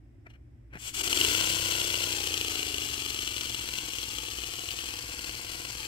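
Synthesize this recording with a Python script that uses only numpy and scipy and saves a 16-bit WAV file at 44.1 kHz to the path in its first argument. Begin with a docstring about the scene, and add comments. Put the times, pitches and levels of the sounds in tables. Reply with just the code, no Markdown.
"""At a desk, close to a phone: a paper V-twin with a plastic flywheel runs on air from a tube.
The model is handled, the air comes on, the crank spins up to 32 turns/s and settles at 20 as the
pressure sags. Each turn the slack linkage clacks and thuds, the valves chop the escaping air and
the paper pistons scrape. The crank purrs and whirrs; the room rumbles and hums underneath.
Near the end the model is tipped and its treble shifts."""
import sys
import numpy as np
from scipy import signal
from scipy.fft import rfft, irfft, next_fast_len
from scipy.io import wavfile
from scipy.ndimage import uniform_filter1d

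SR = 44100
rng = np.random.default_rng(int(sys.argv[2]) if len(sys.argv) > 2 else 0)


def dump_mix(stems):
    """Bounce the given channels to the path in sys.argv[1] as a 16-bit WAV at rate SR."""
    frames = np.atleast_2d(stems).T  # one column per channel
    limited = np.clip(frames, -1, 1)  # hard clip at full scale
    pcm = np.round(limited * 32767).astype(np.int16)
    wavfile.write(sys.argv[1], SR, pcm)


N = 258867
T = np.arange(N) / SR
FFT_SIZE = next_fast_len(N + SR)
HZ = np.arange(FFT_SIZE // 2 + 1) * SR / FFT_SIZE + 1e-3
AIR_ON_S = .77

# rod knocks per turn: angle/turns, clack/dB, thud/dB, clack scatter/turns
ROD_KNOCKS = [(0, 8, 2.5, .002), (.37, 5, -9, .008), (.6, -3, -14, .03), (.8, -2, -14, .04)]
# hardest clacks, at dead centre: t/s, level/dB
ROD_SLAMS = [(0.881, -27), (1.0114, -13.5), (1.0779, -17), (1.1292, -7), (1.1741, -12), (1.2127, -6.5),
             (1.249, -5), (1.3499, -8), (1.4114, -11), (1.5357, -13), (1.7215, -10.5), (1.7526, -11.5),
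             (1.8153, -12), (1.9425, -14), (2.0392, -15), (2.239, -14.5), (2.273, -11), (2.3418, -9.5),
             (2.377, -11.5), (2.4123, -14), (2.4479, -15.5), (2.4829, -14.5), (2.5192, -17), (2.593, -16),
             (2.6298, -12), (2.7436, -16), (2.7827, -13), (2.8196, -15.5), (2.939, -18), (3.062, -16),
             (3.1044, -16.5), (3.1455, -14), (3.19, -15), (3.276, -15), (3.365, -19), (3.41, -16),
             (3.4558, -20), (3.5464, -18), (3.6893, -16), (3.738, -17), (3.786, -16.5), (3.9354, -18),
             (3.9853, -18), (4.034, -24), (4.0852, -24), (4.185, -18.5), (4.2846, -19.5), (4.3868, -18),
             (4.437, -18), (4.538, -17), (4.6884, -18), (4.789, -20), (4.8885, -18), (4.9396, -19),
             (4.99, -19), (5.1922, -20), (5.2441, -21), (5.2944, -18), (5.4993, -20.5), (5.6513, -20),
             (5.8045, -20)]
# paper crankcase: f/Hz, width/Hz, level/dB
CASE_MODES = [(845, 130, -7), (1066, 28, -2), (1540, 130, -1), (2900, 174, 21), (3170, 160, 11),
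              (4070, 250, 7.5), (5500, 370, 6.5), (7200, 320, -15)]
# whole model on its mount: f/Hz, width/Hz, level/dB
MOUNT_MODES = [(87, 30, -9), (305, 7.4, 9.5), (338, 22, 7.5), (395, 39, 1.5), (477.5, 16, 6),
               (509.7, 4.6, -6), (702, 43, 1), (863, 10.4, 2), (1085, 32, 0)]
# valve outflow over a turn: angle/turns, level/dB
VALVE_FLOW = [(.03, 4.5), (.13, 4), (.18, 2.2), (.29, 1.5), (.37, 6), (.46, 3.5), (.6, 5), (.68, 4),
              (.8, 4.5), (.92, 4.5)]
# escaping air: f/Hz, level/dB
JET_SPECTRUM = [(300, -13.5), (620, -18), (800, -12), (1200, -11), (1450, -8.5), (1850, -9.5), (2300, -2.5),
                (2850, 0.5), (3350, 2.5), (3820, -11), (4250, -4.5), (5200, -5.5), (6300, -2.5),
                (6850, -11), (7400, -3.5), (9000, -9.5), (15000, -15.5)]
# a valve cracks open: angle/turns, level/dB
VALVE_PUFFS = [(.115, 4), (.53, 0), (.73, -2), (.9, 0)]
# those puffs: f/Hz, level/dB
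PUFF_SPECTRUM = [(1000, -20), (3000, 6.5), (6500, 9.5), (7450, 18), (8600, -16), (15000, -21)]
# paper cylinders: f/Hz, width/Hz, level/dB
BORE_MODES = [(2910, 200, 6.5), (3110, 180, 2), (3250, 74, 4.5), (4090, 350, 4.5), (4290, 210, -10),
              (5480, 350, -12), (7580, 260, -2), (7460, 150, -42)]
# crank unbalance: multiple of turn rate, level/dB
SWAY_ORDERS = [(1, -9), (2, -14), (3, 2.5), (4, -8), (5, -7)]
# crankshaft at speed: multiple of turn rate, level/dB
WHIRR_ORDERS = [(9, -60), (10, -53), (11, -48), (12, -49), (13, -52), (14, -55.5), (15, -54), (16, -52),
                (17, -56), (18, -56), (19, -60), (20, -57), (21, -57.5), (22, -56.5), (28, -58)]
# crankcase hits its mount: t/s, level/dB
CASE_KICKS = [(1.007, -27), (1.128, -34), (1.41, -22), (1.441, -20)]
# hollow ring of kicks and piston drag: f/Hz, width/Hz, level/dB
HOLLOW_MODES = [(733, 36, -1), (870, 97, 6), (1060, 70, 5.5), (1420, 160, 4.5), (1620, 120, -29)]
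# model bumped: t/s, level/dB, decay/s, relative case ring/dB
HANDLING_BUMPS = [(0.27, -41.5, 0.003, -30), (0.304, -55.5, 0.0089, -1), (.339, -60, .007, -4),
                  (0.356, -55.5, 0.0068, -15), (.712, -62, .012, -20), (0.737, -42.5, 0.011, -14),
                  (0.759, -40.5, 0.0048, -20), (.772, -42, 0.004, -11)]
# paper snaps: t/s, level/dB
PAPER_SNAPS = [(.269, -43), (.304, -49), (.7345, -50), (0.7458, -36), (0.756, -34)]
# model tipped: t/s, share of tipped response
TIP_SHARE = [(4.7, 0), (5.05, 0.7)]
# jets swung towards the far port: f/Hz, gain/dB
TIP_RESPONSE = [(1300, 2), (1700, 4), (2300, 4), (2900, -6), (3400, -9.5), (4100, -1.5), (4600, 5.5),
                (5100, 2.5), (6000, -4), (9500, 1), (14000, -1.5)]
# far microphone port, shaded by the phone: f/Hz, gain/dB
FAR_PORT_RESPONSE = [(100, -6.5), (380, 0), (700, -7), (1200, -5.5), (1500, -4), (2700, -6.5),
                     (3300, -10.5), (4200, -8), (5800, -10), (7400, -10), (8400, -5), (9500, -11),
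                     (12000, -1), (15000, -8)]
# room rumble: f/Hz, level/dB
ROOM_SPECTRUM = [(15, -57), (25, -31), (56, 1), (88, -9), (103, -3), (125, -4.5), (146, -21), (181, -25.5),
                 (202, -22.5), (240, -15), (330, -15), (450, -34), (655, -33.5), (952, -44), (1960, -49),
                 (15000, -106)]
# steady background hiss: f/Hz, width/Hz, level/dB
HISS_BANDS = [(1900, 760, 16), (4960, 700, 2), (7360, 570, 0)]


def crank(spin_up_s=.36, fast_rps=33.94, steady_rps=19.773, slowing_s=(.97, 4.292)):
    """Speed and angle: the flywheel spins up against its inertia, then slows to a steady run."""
    spun_up = 1 - np.exp(-(np.maximum(T - AIR_ON_S, 0) / spin_up_s) ** 2)
    slowed = .5 - .5 * np.cos(np.pi * np.interp(T, slowing_s, [0, 1]))
    speed_rps = spun_up * (fast_rps + slowed * (steady_rps - fast_rps))
    turns = np.cumsum(speed_rps) / SR
    # slams fall on whole turns
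    slam_s = np.transpose(ROD_SLAMS)[0]
    at_slam = np.interp(slam_s, T, turns)
    whole = np.cumsum(np.round(np.diff(at_slam, prepend=at_slam[0])))
    return speed_rps, turns - np.interp(T, slam_s, at_slam - whole) + 1


def supply_db(steady_db, surge_db, power, peak_s=1.23, sag_s=1.626):
    """Air-driven level: rises as the supply opens, sags with the pressure."""
    opening = np.clip((T - AIR_ON_S) / (peak_s - AIR_ON_S), 1e-5, 1)
    surge = np.exp(-np.maximum(T - peak_s, 0) / sag_s)
    return steady_db + surge_db * surge + power * 20 * np.log10(opening)


def linkage(speed_rps, turns, force_db, full_clack_rps=18, rattle_db=5, thud_lead_s=.0012):
    """Slack rods knock at set crank angles: a clack in the paper, a thud in the mount."""
    at_turns, clack_db, thud_db, slack_turns = np.transpose(ROD_KNOCKS)
    count = int(turns[-1]) + 1
    jitter, clack_spread, thud_spread = rng.standard_normal((count, 3, len(at_turns))).swapaxes(0, 1)
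    knock_turns = np.arange(count)[:, None] + at_turns
    clack_s = np.interp(knock_turns + slack_turns * jitter, turns, T, left=0, right=N / SR)
    clacks = undb(7 + .75 * np.interp(clack_s, T, force_db) + clack_db + 2 * clack_spread)
    clacks *= np.minimum(np.interp(clack_s, T, speed_rps) / full_clack_rps, 1)
    # column 0 is dead centre: the rod rattles near one speed, and slams
    rattle = speed_band(speed_rps, centre_rps=26.1, width_rps=5.5)
    clacks[:, 0] *= undb(rattle_db * np.interp(clack_s[:, 0], T, rattle))
    slam_s, slam_db = np.transpose(ROD_SLAMS)
    slammed = np.clip(np.round(np.interp(slam_s, T, turns)).astype(int), 0, count - 1)
    clack_s[slammed, 0], clacks[slammed, 0] = slam_s, undb(slam_db + 2)
    clack = paper_clack(impulses(clack_s.ravel(), clacks.ravel()))
    # thuds keep strict time and give way to the whirr
    thud_s = np.interp(knock_turns, turns, T, right=N / SR + 1) - thud_lead_s
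    thuds = impulses(thud_s.ravel(), undb(thud_db + thud_spread).ravel())
    thud = unit(ring(thuds / np.sqrt(np.maximum(speed_rps, 10)), MOUNT_MODES))
    return clack + thud * undb(force_db + 2 - 15 * whirr_share(speed_rps))


def paper_clack(hits, crunch_db=-22, crunch_s=.00079, mix_spread_db=1.6):
    """Struck paper buckles with a brief crunch; each blow rings its own mix of modes."""
    crunch = signal.lfilter([1], [1, -np.exp(-1 / (crunch_s * SR))], hits) * rng.standard_normal(N)
    drive = hits + undb(crunch_db) * crunch
    clack = sum(ring(drive * undb(mix_spread_db * wander(40)), [mode]) for mode in CASE_MODES)
    return clack / impulse_peak(CASE_MODES)


def cylinder(speed_rps, turns, air_db, force_db, full_rps=33, unseal_rps=34.5, flutter_db=1.45):
    """Air hisses, spits and puffs through the valve; the loaded piston scrapes its paper bore."""
    opening = undb(np.interp(turns, *np.transpose(VALVE_FLOW), period=1))
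    reached_rps = np.maximum.accumulate(speed_rps)
    spun_up = np.minimum(reached_rps / full_rps, 1)
    # the valve seals until speed shakes it loose; slow chuffs swell as pressure builds
    sealed, seal_turns = np.maximum(1 - reached_rps / unseal_rps, 0), .19
    choke_db = 15 * sealed * crank_window(turns, seal_turns, width_turns=.1, power=4)
    choke_db += 3 * (1 - spun_up) * ((seal_turns - turns) % 1 - .5)
    jet = rng.standard_normal(N) + undb(-18) * grains(per_s=2200, spread_db=11)
    hiss = unit(colour(jet, JET_SPECTRUM))
    scrape = unit(ring(grains(per_s=900, spread_db=3), BORE_MODES))
    # before spin-up, backed-up air squeezes past the valve
    leak = np.sqrt(1 - spun_up) * unit(resonate(rng.standard_normal(N), hz=7450, width_hz=800))
    puff_gate = sum(undb(db) * crank_window(turns, at, width_turns=.029) for at, db in VALVE_PUFFS)
    puffs = spun_up * puff_gate * unit(colour(rng.standard_normal(N), PUFF_SPECTRUM))
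    air = undb(air_db) * (opening * (undb(3) * hiss + undb(1) * leak) + 2 * puffs)
    return undb(flutter_db * wander(150) - choke_db) * (air + opening * undb(force_db + 7) * scrape)


def sway(turns, force_db, waver_db=.5):
    """Flywheel and pistons rock the model: a low purr locked to the crank."""
    purr = sum(undb(db + waver_db * wander(22.1)) * np.cos(2 * np.pi * order * turns)
               for order, db in SWAY_ORDERS)
    return unit(purr) * undb(force_db + 1)


def whirr(speed_rps, turns, waver_db=1.2, push_turns=.05, sing_order=27, sing_db=-55):
    """At speed the shoves of each turn merge into a rough whirr; one overtone sings as it slows."""
    hum = 0
    for order, db in WHIRR_ORDERS:
        gain = undb(db + waver_db * wander(30))
        phase_rad = .8 * rng.standard_normal() + .15 * wander(25)
        hum += gain * np.cos(2 * np.pi * order * (turns - push_turns) + phase_rad)
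    sing = speed_band(speed_rps, centre_rps=27.5, width_rps=5) * undb(sing_db + waver_db * wander(12))
    return whirr_share(speed_rps) * hum + sing * np.sin(2 * np.pi * sing_order * turns)


def whirr_share(speed_rps):
    """How far the thuds have merged into a whirr, 0 to 1."""
    return speed_band(speed_rps, centre_rps=31.5, width_rps=7.5)


def piston_drag(speed_rps, turns, force_db):
    """The piston drags just before dead centre: a hollow rasp, stronger at speed."""
    rasp = unit(ring(grains(per_s=1300, spread_db=2), HOLLOW_MODES))
    stroke = crank_window(turns, at_turns=.925, width_turns=.075)
    return undb(force_db - 4 + 7 * whirr_share(speed_rps)) * stroke * rasp


def bearing_buzz(turns, level_db=-39, peak_s=1.226, rise_s=.14, fall_s=.29):
    """At full pressure the shaft strains in its paper bearing; the periodic rub rings the mount."""
    rub = unit(sum(np.sin(2 * np.pi * (order * turns + rng.random())) for order in range(9, 48)))
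    buzz = rub * (1 + .18 * wander(120))
    for _ in range(2):
        buzz = resonate(buzz, hz=340, width_hz=170)
    return undb(level_db) * swell(peak_s, rise_s, fall_s) * (T > AIR_ON_S) * unit(buzz)


def kicks():
    """At full pressure the crankcase kicks its mount: hollow knocks."""
    kick_s, kick_db = np.transpose(CASE_KICKS)
    return ring(impulses(kick_s, undb(kick_db)), HOLLOW_MODES) / impulse_peak(HOLLOW_MODES)


def handling(rise_s=.0056, thump_s=.755, thump_db=-32, snap_hz=2000, snap_width_hz=900):
    """The model is shifted before it runs: scuffs, paper snaps, one dull thump."""
    rub = rng.standard_normal(N)
    scuff_hz_db = [(100, 12), (270, 2), (700, 7), (1100, 2), (1550, 12.5), (2400, 12),
                   (3300, -15), (14000, -26)]
    scuff = unit(colour(rub, scuff_hz_db))
    paper = unit(ring(rub, CASE_MODES))
    bumps = sum(undb(db) * (scuff + undb(paper_db) * paper) * swell(at_s, rise_s, decay_s)
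                for at_s, db, decay_s, paper_db in HANDLING_BUMPS)
    thump = ring(impulses([thump_s], [1]), [(115, 40, 0), (171, 31, 0)])
    snap_s, snap_db = np.transpose(PAPER_SNAPS)
    snaps = resonate(impulses(snap_s, undb(snap_db)), snap_hz, snap_width_hz)
    snaps *= SR / (2 * np.pi * snap_width_hz)
    return bumps + undb(thump_db) * thump / np.abs(thump).max() + snaps


def mic_ports(body, jet_a, jet_b, lag_s=.00024, apart_hz=3800):
    """Near and late far port; the jets point apart, so the treble differs between ports."""
    lag = np.exp(-2j * np.pi * HZ * lag_s)
    coherence = .9 / np.hypot(1, (HZ / apart_hz) ** 1.5)
    far = shape(body, lag) + shape(jet_a, coherence * lag) + shape(jet_b, np.sqrt(1 - coherence ** 2))
    return np.array([body + jet_a, far])


def desk_scatter(x, desk_decay_s=.0045, room_t60_s=.22, low_hz=600, high_hz=2500, drift_hz=4):
    """Direct sound plus desk and small-room scatter, shifting as the hand-held phone drifts."""
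    desk = np.exp(-T / desk_decay_s) * (T > .001)
    room = undb(-60 * T / room_t60_s) * (T > .006)
    tail = (undb(-6) * unit(desk) + undb(-13) * unit(room)) / np.sqrt(N)
    # long waves pass the clutter; treble is absorbed
    band = HZ / np.hypot(HZ, low_hz) * high_hz / np.hypot(HZ, high_hz)
    shares = np.array([wander(drift_hz) for _ in range(4)])
    shares /= np.linalg.norm(shares, axis=0)
    return x + sum(share * shape(x, rfft(tail * rng.standard_normal((2, N)), FFT_SIZE) * band)
                   for share in shares)


def tipping(x, near_share=.53):
    """The tipped model swings its jets towards the far port, recolouring the treble."""
    share = np.interp(T, *np.transpose(TIP_SHARE)) * np.array([[near_share], [1]])
    return x + share * (colour(x, TIP_RESPONSE) - x)


def room_tone(hum_hz=120, hum_db=-57, drone_hz=54.8, drone_db=-58, stereo_above_hz=700):
    """Rumble, mains hum and a wavering drone; the bass is alike in both ports."""
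    mid, side = (unit(colour(rng.standard_normal(N), ROOM_SPECTRUM)) for _ in range(2))
    side = shape(side, np.minimum(HZ / stereo_above_hz + .053, 1))
    hum = undb(hum_db) * np.sin(2 * np.pi * hum_hz * T)
    drone = undb(drone_db + 3.1 * wander(5.7)) * np.sin(2 * np.pi * drone_hz * T + wander(4.6))
    return undb(-53.5) * np.array([mid + side, mid - side]) + hum + drone


def faint_hiss(level_db=-78):
    """Steady noise in three broad bands."""
    return undb(level_db) * unit(ring(rng.standard_normal((2, N)), HISS_BANDS))


def undb(db):
    """dB to gain."""
    return 10 ** (np.asarray(db) / 20)


def unit(x):
    """Scale to rms 1."""
    return x / np.sqrt(np.mean(x ** 2))


def shape(x, response):
    """Filter by a response over HZ."""
    return irfft(rfft(x, FFT_SIZE) * response, FFT_SIZE)[..., :N]


def colour(x, points):
    """Filter by (f/Hz, gain/dB) points, joined in log frequency."""
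    hz, db = np.transpose(points)
    return shape(x, undb(np.interp(np.log(HZ), np.log(hz), db)))


def ring(x, modes):
    """Drive damped modes (f/Hz, width/Hz, level/dB)."""
    return shape(x, sum(undb(db) / (1 + 1j * (HZ ** 2 - hz ** 2) / (HZ * width_hz))
                        for hz, width_hz, db in modes))


def resonate(x, hz, width_hz):
    """Drive one mode."""
    return ring(x, [(hz, width_hz, 0)])


def impulses(times_s, sizes):
    """One impulse per blow."""
    return np.bincount(np.clip(np.asarray(times_s) * SR, 0, N).astype(int), sizes, N + 1)[:N]


def impulse_peak(modes):
    """Peak response to a unit blow."""
    return np.abs(ring(impulses([0], [1]), modes)).max()


def wander(rate_hz):
    """Smooth random drift, spread near 1."""
    step = int(SR / rate_hz)
    return uniform_filter1d(np.repeat(rng.standard_normal(N // step + 1), step), step)[:N]


def grains(per_s, spread_db):
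    """Random clicks of unequal size."""
    present = rng.random(N) < per_s / SR
    clicks = present * rng.standard_normal(N)
    return unit(clicks * undb(spread_db * np.minimum(rng.exponential(size=N), 3)))


def swell(peak_s, rise_s, fall_s):
    """Exponential rise and fall."""
    return np.exp(-np.maximum((peak_s - T) / rise_s, (T - peak_s) / fall_s))


def crank_window(turns, at_turns, width_turns, power=2):
    """Window once per turn."""
    return np.exp(-np.abs(((turns - at_turns + .5) % 1 - .5) / width_turns) ** power)


def speed_band(speed_rps, centre_rps, width_rps):
    """Bell curve over crank speed."""
    return np.exp(-((speed_rps - centre_rps) / width_rps) ** 2)


def scene():
    """The engine at both microphone ports, over the room."""
    air_db = supply_db(steady_db=-45.5, surge_db=12.9, power=1)
    force_db = supply_db(steady_db=-54.5, surge_db=11.9, power=1.8)
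    speed_rps, turns = crank()
    body = linkage(speed_rps, turns, force_db) + sway(turns, force_db) + whirr(speed_rps, turns)
    body += piston_drag(speed_rps, turns, force_db) + bearing_buzz(turns) + kicks() + handling()
    jets = [cylinder(speed_rps, turns, air_db, force_db) for _ in range(2)]
    near, far = tipping(desk_scatter(mic_ports(body, *jets)))
    return np.array([near, colour(far, FAR_PORT_RESPONSE)]) + faint_hiss() + room_tone()


def record(dry, cutoff_hz=15600):
    """The phone's steep low-pass."""
    return signal.sosfilt(signal.ellip(10, .1, 80, cutoff_hz, fs=SR, output="sos"), dry)


dry = scene()
out = record(dry)
dump_mix(out)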